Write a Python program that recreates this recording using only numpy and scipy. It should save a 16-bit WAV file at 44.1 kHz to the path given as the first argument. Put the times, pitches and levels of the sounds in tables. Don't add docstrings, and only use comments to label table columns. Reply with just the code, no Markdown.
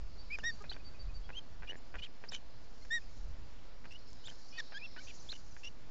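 import sys
import numpy as np
from scipy import signal
from scipy.io import wavfile

SR = 44100
rng = np.random.default_rng(int(sys.argv[2]) if len(sys.argv) > 2 else 0)


def nominal_scale(level):
    x = np.asarray(level, float) / 20
    return 10 ** x


def pcm_store(signal):
    levels = np.round(np.clip(np.atleast_2d(signal), -1, 1) * 32767)
    wavfile.write(sys.argv[1], SR, levels.astype(np.int16).T)


N = 260190

# f/Hz, level per Hz/dB
AIR_COLOUR = [(93, -24.5), (135, -13), (290, -9.5), (328, -14), (484, -13), (2250, -23), (4330, -27),
              (8000, -34.5)]
AIR_DB = -62.5

# t/s, push level/dB
WIND_PUSH = [(0.0, -38), (0.3, -41), (1.0, -45), (1.07, -28.5), (1.2, -36.5), (1.44, -49.5), (1.6, -42),
             (1.9, -54), (1.97, -36), (2.07, -55), (3.1, -43.5), (3.27, -32.5), (3.35, -35.5), (3.5, -48.5),
             (4.6, -57), (4.81, -68), (4.9, -50.5), (5.9, -47)]
RUMBLE_DB, RUMBLE_FOLLOWS = -63, .22

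# t/s, length/s, level/dB
FAR_PIPES = [(.175, 0.059, -58.5), (.485, 0.073, -57), (.695, .065, -59.5), (.84, 0.058, -56),
             (.99, 0.042, -55), (1.14, 0.046, -57), (1.245, .04, -69)]
PIPE_HZ = 4590
ANSWER_S, ANSWER_EVERY_S, ANSWER_LENGTH_S, ANSWER_HZ, ANSWER_DB = .645, .147, .029, 2505, -65
# t/s, length/s, start f/Hz, end f/Hz, level/dB
FAR_NOTES = [(.395, .015, 3100, 2600, -53), (.9, .07, 1580, 1560, -70.5), (1.235, .04, 3300, 3300, -65.5),
             (1.762, .032, 7050, 7100, -68), (2.815, .02, 2100, 2100, -65.5),
             (2.82, .022, 4150, 4400, -62.5), (3.015, .012, 2500, 2500, -64.5),
             (3.585, .015, 3000, 3000, -70), (3.905, .04, 8000, 8000, -65), (4.075, .03, 5300, 5300, -64.5),
             (4.5, .03, 5250, 5300, -61), (4.57, .015, 4450, 4550, -53), (4.843, .022, 3650, 3200, -57.5),
             (4.885, .04, 4600, 5400, -69), (5.04, .025, 6400, 5800, -61), (5.193, .027, 6300, 5700, -59.5),
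             (5.505, .025, 6200, 5800, -66)]
# t/s, level/dB
CHORUS_LEVEL = [(0.0, -69.5), (0.35, -62.5), (0.8, -69.5), (2.48, -70), (2.97, -65.5), (3.57, -74),
                (3.93, -66), (4.76, -56.5), (5.21, -63), (5.9, -74)]
# f/Hz, width/Hz, level/dB
FAR_VOICES = [
    (4350, 760, -2),
    (4820, 130, -7),
    (5310, 330, -6),
]
# t/s, half length/s, level/dB
HIGH_SWELLS = [(0.475, 0.16, -71.5), (2.972, 0.28, -66.5), (4.417, 0.24, -66), (5.1, .1, -62),
               (5.33, .13, -61), (5.55, .1, -67)]
HIGH_REST_DB = -78.5

# t/s, level/dB
THUDS = [(.43, -55), (.54, -53), (.66, -55), (.76, -55), (1.74, -55), (2.3, -57), (3.86, -55), (4.3, -57)]
THUD_HZ, THUD_S = 150, .035

# t/s, peak level/dB, brightness/dB, rattle length/s
TICKS = [(0.387, -37.5, -1.5, 0.0073), (0.438, -44, -9, 0.016), (0.641, -43.5, -33, 0.014),
         (0.716, -41.5, -24, 0.0061), (0.743, -50.5, -13, 0.026), (0.765, -42, -25, 0.0066),
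         (1.292, -42, -33, 0.017), (1.303, -39.5, -38, 0.0065), (1.623, -44.5, -39, 0.0058),
         (1.632, -43.5, -32, 0.021), (1.942, -39.5, -39, 0.02), (1.955, -37.5, -39, 0.014),
         (2.239, -40, -50, 0.012), (2.244, -52, -22, 0.0055), (2.321, -42, 10, 0.012),
         (2.85, -51.5, -2, 0.0096), (3.843, -50, -28, 0.015), (3.855, -43, -25, 0.0091),
         (4.283, -43, -7, 0.005), (4.312, -50.5, 8, 0.021), (4.722, -42.5, -29, 0.03),
         (4.964, -42.5, -29, 0.024), (5.328, -43.5, 1, 0.0059), (5.566, -43.5, -32, 0.0088)]
# t/s, peak level/dB
CREAK_SLIPS = [(1.696, -44), (1.7096, -46), (1.721, -41), (1.731, -41.5), (1.7438, -46.5), (1.7552, -42)]
# t/s, peak level/dB
SNAPS = [(0.6234, -53), (1.9577, -58), (4.085, -60), (4.1044, -58), (4.131, -51)]
# f/Hz, width/Hz, level/dB
TWIG_RESONANCES = [
    (537, 810, 3.5),
    (1556, 310, 5),
    (2360, 180, 0.5),
]

# t/s, length/s, first f/Hz, last f/Hz, level/dB
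HOOKS = [(.3, .064, 2240, 2230, -40.5), (4.807, .061, 2330, 2480, -47.5), (1.98, 0.03, 2650, 2700, -59)]
PEEPS = [(1.326, .025, 2480, 2800, -57), (1.347, .021, 2800, 3030, -51), (1.364, 0.033, 3110, 3120, -43.5),
         (1.685, 0.033, 2710, 2986, -43.5), (3.945, 0.025, 2730, 2960, -53), (4.787, .02, 2500, 2290, -57),
         (5.0, 0.025, 2160, 2310, -58.5)]
EARLY_FLICK = [(.693, .025, 3500, 3550, -45.5)]
FLICKS = [(2.284, .018, 4350, 5800, -46), (5.287, .028, 3150, 4420, -45)]
CHATTER = [(.721, .011, 3050, 2930, -47), (.729, .009, 3250, 3750, -48), (2.019, .036, 2894, 3150, -45.5)]
RASPS = [(2.314, 0.02, 3800, 3380, -50), (2.33, 0.039, 3002, 3035, -45), (2.368, 0.018, 2990, 2860, -57.5),
         (3.905, 0.039, 2600, 2840, -57), (4.285, .022, 2815, 3250, -51.5), (5.333, .014, 2820, 2880, -50),
         (5.349, .02, 2930, 2870, -54), (5.632, .029, 2653, 2813, -49)]
YIP = [(4.237, .036, 2850, 3650, -54)]
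TAILS = [(2.053, .021, 3200, 2100, -55), (4.269, .014, 3700, 2900, -48), (5.315, .014, 4300, 3300, -43),
         (2.331, .012, 2450, 2350, -50), (2.346, .012, 2250, 2150, -53)]
BENDS = [(5.654, .035, 2790, 2480, -47)]
HOARSE = [(1.67, 0.018, 2430, 2350, -53), (1.981, .022, 2380, 2450, -52.5), (4.522, .066, 2400, 2534, -58),
          (5.066, 0.026, 2300, 2820, -56), (5.086, .03, 2810, 2220, -56)]
ARCHES = [(.431, 0.083, 1725, 1744, -36)]
ROUND = [(2.903, 0.087, 1749, 1761, -34)]
SLURS = [(4.739, .048, 1537, 1830, -47.5), (4.975, 0.027, 1422, 1660, -52)]
YELP = [(4.576, .036, 1900, 1590, -41.5)]

HOOK = dict(arch=.125, top=.66, warble=0, swell_db=4, lean_db=2.5, edge_s=.008,
            rough=(.04, .05), partials_db=(-18,))
PEEP = dict(arch=.025, top=.55, warble=0, swell_db=2, lean_db=.5, edge_s=.0052,
            rough=(.05, .071), partials_db=(-20,))
EARLY = dict(arch=.21, top=.45, warble=0, swell_db=.5, lean_db=-12, edge_s=.004,
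             rough=(.01, .22), partials_db=(-32,))
FLICK = dict(arch=.035, top=.5, warble=0, swell_db=3, lean_db=-3, edge_s=.005,
             rough=(.0086, .08), partials_db=(-19,))
CHAT = dict(arch=.014, top=.62, warble=.015, swell_db=1, lean_db=-3.5, edge_s=.005,
            rough=(.15, .32), partials_db=(-26,))
RASP = dict(arch=.013, top=.55, warble=.032, swell_db=1, lean_db=-3, edge_s=.0056,
            rough=(.25, .2), partials_db=(-7,))
YIPPED = dict(arch=.06, top=.75, warble=0, swell_db=3, lean_db=6, edge_s=.005,
              rough=(.03, .08), partials_db=(-5.5,))
TAIL = dict(arch=.03, top=.45, warble=0, swell_db=3, lean_db=-7, edge_s=.004,
            rough=(.15, .4), partials_db=(-25,))
BEND = dict(arch=.14, top=.76, warble=.015, swell_db=3, lean_db=-1.5, edge_s=.006,
            rough=(.1, .08), partials_db=(-8,))
FLUTTERED = dict(arch=.024, top=.6, warble=.005, swell_db=0, lean_db=5, edge_s=.0064,
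                 rough=(.15, .2), partials_db=(-14.5,))
ARCH = dict(arch=.091, top=.52, warble=0, swell_db=7, lean_db=-1, edge_s=.01,
            rough=(.013, .015), partials_db=(-8.5, -9.5, -31))
ROUNDED = dict(arch=.083, top=.52, warble=0, swell_db=8, lean_db=-4.5, edge_s=.0068,
               rough=(.01, .016), partials_db=(-8.5, -16, -20))
SLUR = dict(arch=-.04, top=.65, warble=0, swell_db=.5, lean_db=3, edge_s=.007,
            rough=(.04, .05), partials_db=(-5.3, -9.5, -19))
YELPED = dict(arch=.07, top=.62, warble=-.012, swell_db=1.5, lean_db=4, edge_s=.009,
              rough=(.11, .11), partials_db=(-5, -8, -26))
WARBLE_HZ, WARBLE_DIP_DB = 52.7, 119
FLUTTER_HZ = 460

IMAGE_HZ = 16000
OFFSET = .0131


def rms_one(x):
    return x / np.sqrt(np.mean(x ** 2) + 1e-20)


def in_time(rows):
    s, *columns = np.transpose(rows)
    start, end = round(s[0] * SR), min(N, round(s[-1] * SR))
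    t = np.arange(start, end) / SR
    return start, [np.interp(t, s, column) for column in columns]


def add(out, at, x):
    out[at:at + len(x)] += x[:N - at]


def band(x, lo_hz, hi_hz, order=2):
    return signal.sosfilt(signal.butter(order, [lo_hz, hi_hz], "band", fs=SR, output="sos"), x)


def lowpass(x, hz):
    return signal.sosfilt(signal.butter(2, hz, fs=SR, output="sos"), x)


def drift(rate_hz):
    r = np.exp(-2 * np.pi * rate_hz / SR)
    slow = signal.lfilter([1], [1, -2 * r, r * r], rng.standard_normal(N + SR))
    return rms_one(slow[SR:])


def resonance(x, hz, width_hz):
    r = np.exp(-np.pi * width_hz / SR)
    feedback = [1, -2 * r * np.cos(2 * np.pi * hz / SR), r * r]
    return signal.lfilter([(1 - r * r) / 2, 0, (r * r - 1) / 2], feedback, x)


def air():
    out, white, together = 0, rng.standard_normal((2, N)), drift(1.6)
    edges = 93 * 2 ** np.arange(0, 6.4, 1 / 3)
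    hz, db = np.transpose(AIR_COLOUR)
    for k, (low, high) in enumerate(zip(edges, edges[1:])):
        colour_db = np.interp(np.log(low * high) / 2, np.log(hz), db)
        flicker_db = .5 * together + .88 * drift(8.1)
        out = out + nominal_scale(colour_db + flicker_db) * band(white[k % 2], low, high)
    return nominal_scale(AIR_DB) * rms_one(out)


def wind():
    at, (push_db,) = in_time(WIND_PUSH)
    rumble_db = RUMBLE_DB + RUMBLE_FOLLOWS * (push_db + 45)
    push = rms_one(band(rng.standard_normal(N + SR), 8, 48, order=1)[SR:])
    push = lowpass(push * nominal_scale(1.2 * drift(4.8)), 48)
    rumble = band(rng.standard_normal(N + SR), 45, 125)[SR:]
    rumble = rms_one(rumble * nominal_scale(2.5 * drift(9)))
    out = np.zeros(N)
    add(out, at, nominal_scale(push_db - 4) * push[:len(push_db)] + nominal_scale(rumble_db) * rumble[:len(push_db)])
    return out


def far_voice(hz, width_hz):
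    blur = lowpass(rng.standard_normal((2, N)), width_hz / 2)
    turn = 2 * np.pi * np.cumsum(hz * (1 + .035 * drift(4))) / SR
    return rms_one(blur[0] * np.sin(turn) + blur[1] * np.cos(turn))


def far_chorus():
    chorus = sum(nominal_scale(db + 1.6 * drift(9)) * far_voice(hz, width) for hz, width, db in FAR_VOICES)
    at, (lower_db,) = in_time(CHORUS_LEVEL)
    out, t = np.zeros(N), np.arange(N) / SR
    add(out, at, nominal_scale(lower_db - 3.5) * rms_one(band(chorus, 2200, 7300))[:len(lower_db)])
    swells = sum(nominal_scale(db) * np.exp(-((t - s) / half) ** 2) for s, half, db in HIGH_SWELLS)
    upper = band(rng.standard_normal(N), 5100, 7100, order=3) * nominal_scale(3.2 * drift(14))
    return out + (nominal_scale(HIGH_REST_DB) + swells) * nominal_scale(-5) * rms_one(upper)


def far_birds():
    out = np.zeros(N)
    pipes = [(s, length, PIPE_HZ, PIPE_HZ, db) for s, length, db in FAR_PIPES]
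    answers = [(ANSWER_S + k * ANSWER_EVERY_S, ANSWER_LENGTH_S, ANSWER_HZ, ANSWER_HZ, ANSWER_DB)
               for k in range(4)]
    for s, length, start_hz, end_hz, db in pipes + answers + FAR_NOTES:
        n = round(length * SR)
        glide = np.sin(2 * np.pi * np.cumsum(np.linspace(start_hz, end_hz, n)) / SR)
        add(out, round(s * SR), np.sqrt(2) * nominal_scale(db) * glide * np.hanning(n) ** .41)
    for lag, db in [(.031, -17), (.068, -18)]:
        add(out, round(lag * SR), nominal_scale(db) * out.copy())
    return out + far_chorus()


def sway():
    t = np.arange(N) / SR
    shape = sum(nominal_scale(db) * np.exp(-((t - s) / THUD_S) ** 2) for s, db in THUDS)
    return shape * nominal_scale(-6) * rms_one(band(rng.standard_normal(N), THUD_HZ / 1.3, THUD_HZ * 1.6))


def twig_ticks():
    low, high = np.full(N, 1e-18), np.full(N, 1e-18)
    draws = rng.random((len(TICKS), 2, 900))
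    for (s, db, bright_db, length), (when, size) in zip(TICKS, draws):
        fade = np.exp(-(np.arange(900) / (length * SR + 1)) ** 2)
        rattle = (when < .035) * (2 * size - 1) * fade
        rattle[0] = 1.8
        add(low, round(s * SR), nominal_scale(db) * rattle)
        add(high, round(s * SR), nominal_scale(db + min(bright_db, -14)) * rattle)
    body = nominal_scale(16) * sum(nominal_scale(db) * resonance(low, hz, width) for hz, width, db in TWIG_RESONANCES)
    body = band(body, 83, 2600, order=4)
    bright = band(high, 4500, 6600) + nominal_scale(2.5) * resonance(high, 3600, 500)
    return body + nominal_scale(21.5) * bright


def clicks(table):
    train = np.full(N, 1e-18)
    train[[round(s * SR) for s, db in table]] = nominal_scale(np.array(table)[:, 1])
    return train


def creak():
    slips = clicks(CREAK_SLIPS)
    ringing = nominal_scale(32.5) * resonance(slips, 1740, 190) + nominal_scale(29.5) * resonance(slips, 400, 330)
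    return band(ringing, 150, 2260, order=3)


def grunt():
    s, length, hz, db = .603, .026, 410, -54
    n, out = round(length * SR), np.zeros(N)
    turn = 2 * np.pi * hz * np.arange(n) / SR
    buzz = np.sin(turn) + .4 * np.sin(2 * turn) + 1.2 * np.sin(3 * turn) + .3 * np.sin(4 * turn)
    add(out, round(s * SR), nominal_scale(db) * np.sqrt(np.hanning(n)) * buzz)
    return out


def nest():
    return twig_ticks() + creak() + nominal_scale(23) * band(clicks(SNAPS), 4000, 12000) + grunt()


def sung(call, arch, top, warble, swell_db, lean_db, edge_s, rough, partials_db):
    s, length, first_hz, last_hz, db = call
    along = np.linspace(0, 1, round(length * SR))
    bow = np.sin(np.pi * along ** (np.log(.5) / np.log(top)))
    waver = warble * np.cos(2 * np.pi * WARBLE_HZ * length * along)
    hz = (first_hz + (last_hz - first_hz) * along) * (1 + arch * bow - waver)
    edges = np.clip(np.minimum(along, 1 - along) * length / edge_s, 0, 1) ** .96
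    level_db = db - swell_db * (1 - bow) + lean_db * (along - .5) + WARBLE_DIP_DB * waver
    height = np.sqrt(2) * edges * nominal_scale(level_db)
    effort = height / height.max()
    heights = [height]
    for k, partial_db in enumerate(partials_db):
        heights.append(nominal_scale(partial_db) * height * effort ** (.29 * k + .53))
    return round(s * SR), hz, heights, np.clip(rough[0] + (rough[1] - rough[0]) * along, 0, 1)


def voice(kinds, flutter_lines):
    out = np.zeros(N)
    gaps = np.tanh(18 * resonance(rng.standard_normal(N), 130, 120))
    shake = rms_one(resonance(rng.standard_normal(N), 580, 300))
    breath = band(rng.standard_normal(N), 2000, 3000) + nominal_scale(.5) * band(rng.standard_normal(N), 3100, 12000)
    breath = rms_one(band(breath, 1800, 7900, order=3) * nominal_scale(4 * drift(150)))
    flutter = 2 * np.pi * np.cumsum(FLUTTER_HZ * (1 + .034 * drift(40))) / SR
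    for call, manner in [(call, manner) for calls, manner in kinds for call in calls]:
        at, hz, heights, rough = sung(call, **manner)
        here = slice(at, at + len(hz))
        turn = 2 * np.pi * np.cumsum(hz * (1 + .1 * rough * gaps[here])) / SR
        turn = turn + 1.5 * rough * shake[here]
        note = sum(height * np.sin((k + 1) * turn + k) for k, height in enumerate(heights))
        note += .16 * heights[1] * np.sin(3 * turn)
        note += heights[0] * sum(share * np.sin(turn + step * flutter[here]) for step, share in flutter_lines)
        note *= 1 + np.minimum(1.5 * rough, .9) * gaps[here]
        add(out, at, note + nominal_scale(-13) * heights[0] * rough * breath[here])
    return out


def chicks():
    plain = [(HOOKS, HOOK), (PEEPS, PEEP), (EARLY_FLICK, EARLY), (FLICKS, FLICK), (CHATTER, CHAT),
             (RASPS, RASP), (YIP, YIPPED), (TAILS, TAIL), (BENDS, BEND)]
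    return voice(plain, []) + voice([(HOARSE, FLUTTERED)], [(1, .58), (2, .3)])


def parent():
    return voice([(ARCHES, ARCH), (ROUND, ROUNDED), (SLURS, SLUR), (YELP, YELPED)], [])


def scene():
    out = air() + wind() + far_birds() + sway() + nest() + chicks() + parent()
    return out[None]


def top_cut(x):
    return signal.sosfilt(signal.butter(12, 8760, fs=SR, output="sos"), x)


def record(dry):
    dull = signal.sosfilt(signal.cheby2(10, 40, 8300, fs=SR, output="sos"), dry)
    mirror = nominal_scale(-8) * dull * np.cos(2 * np.pi * IMAGE_HZ * np.arange(N) / SR)
    mirror = signal.sosfilt(signal.ellip(7, .5, 70, 8550, fs=SR, output="sos"), mirror)
    return top_cut(dull + mirror + OFFSET)


dry = scene()
out = record(dry)
pcm_store(out)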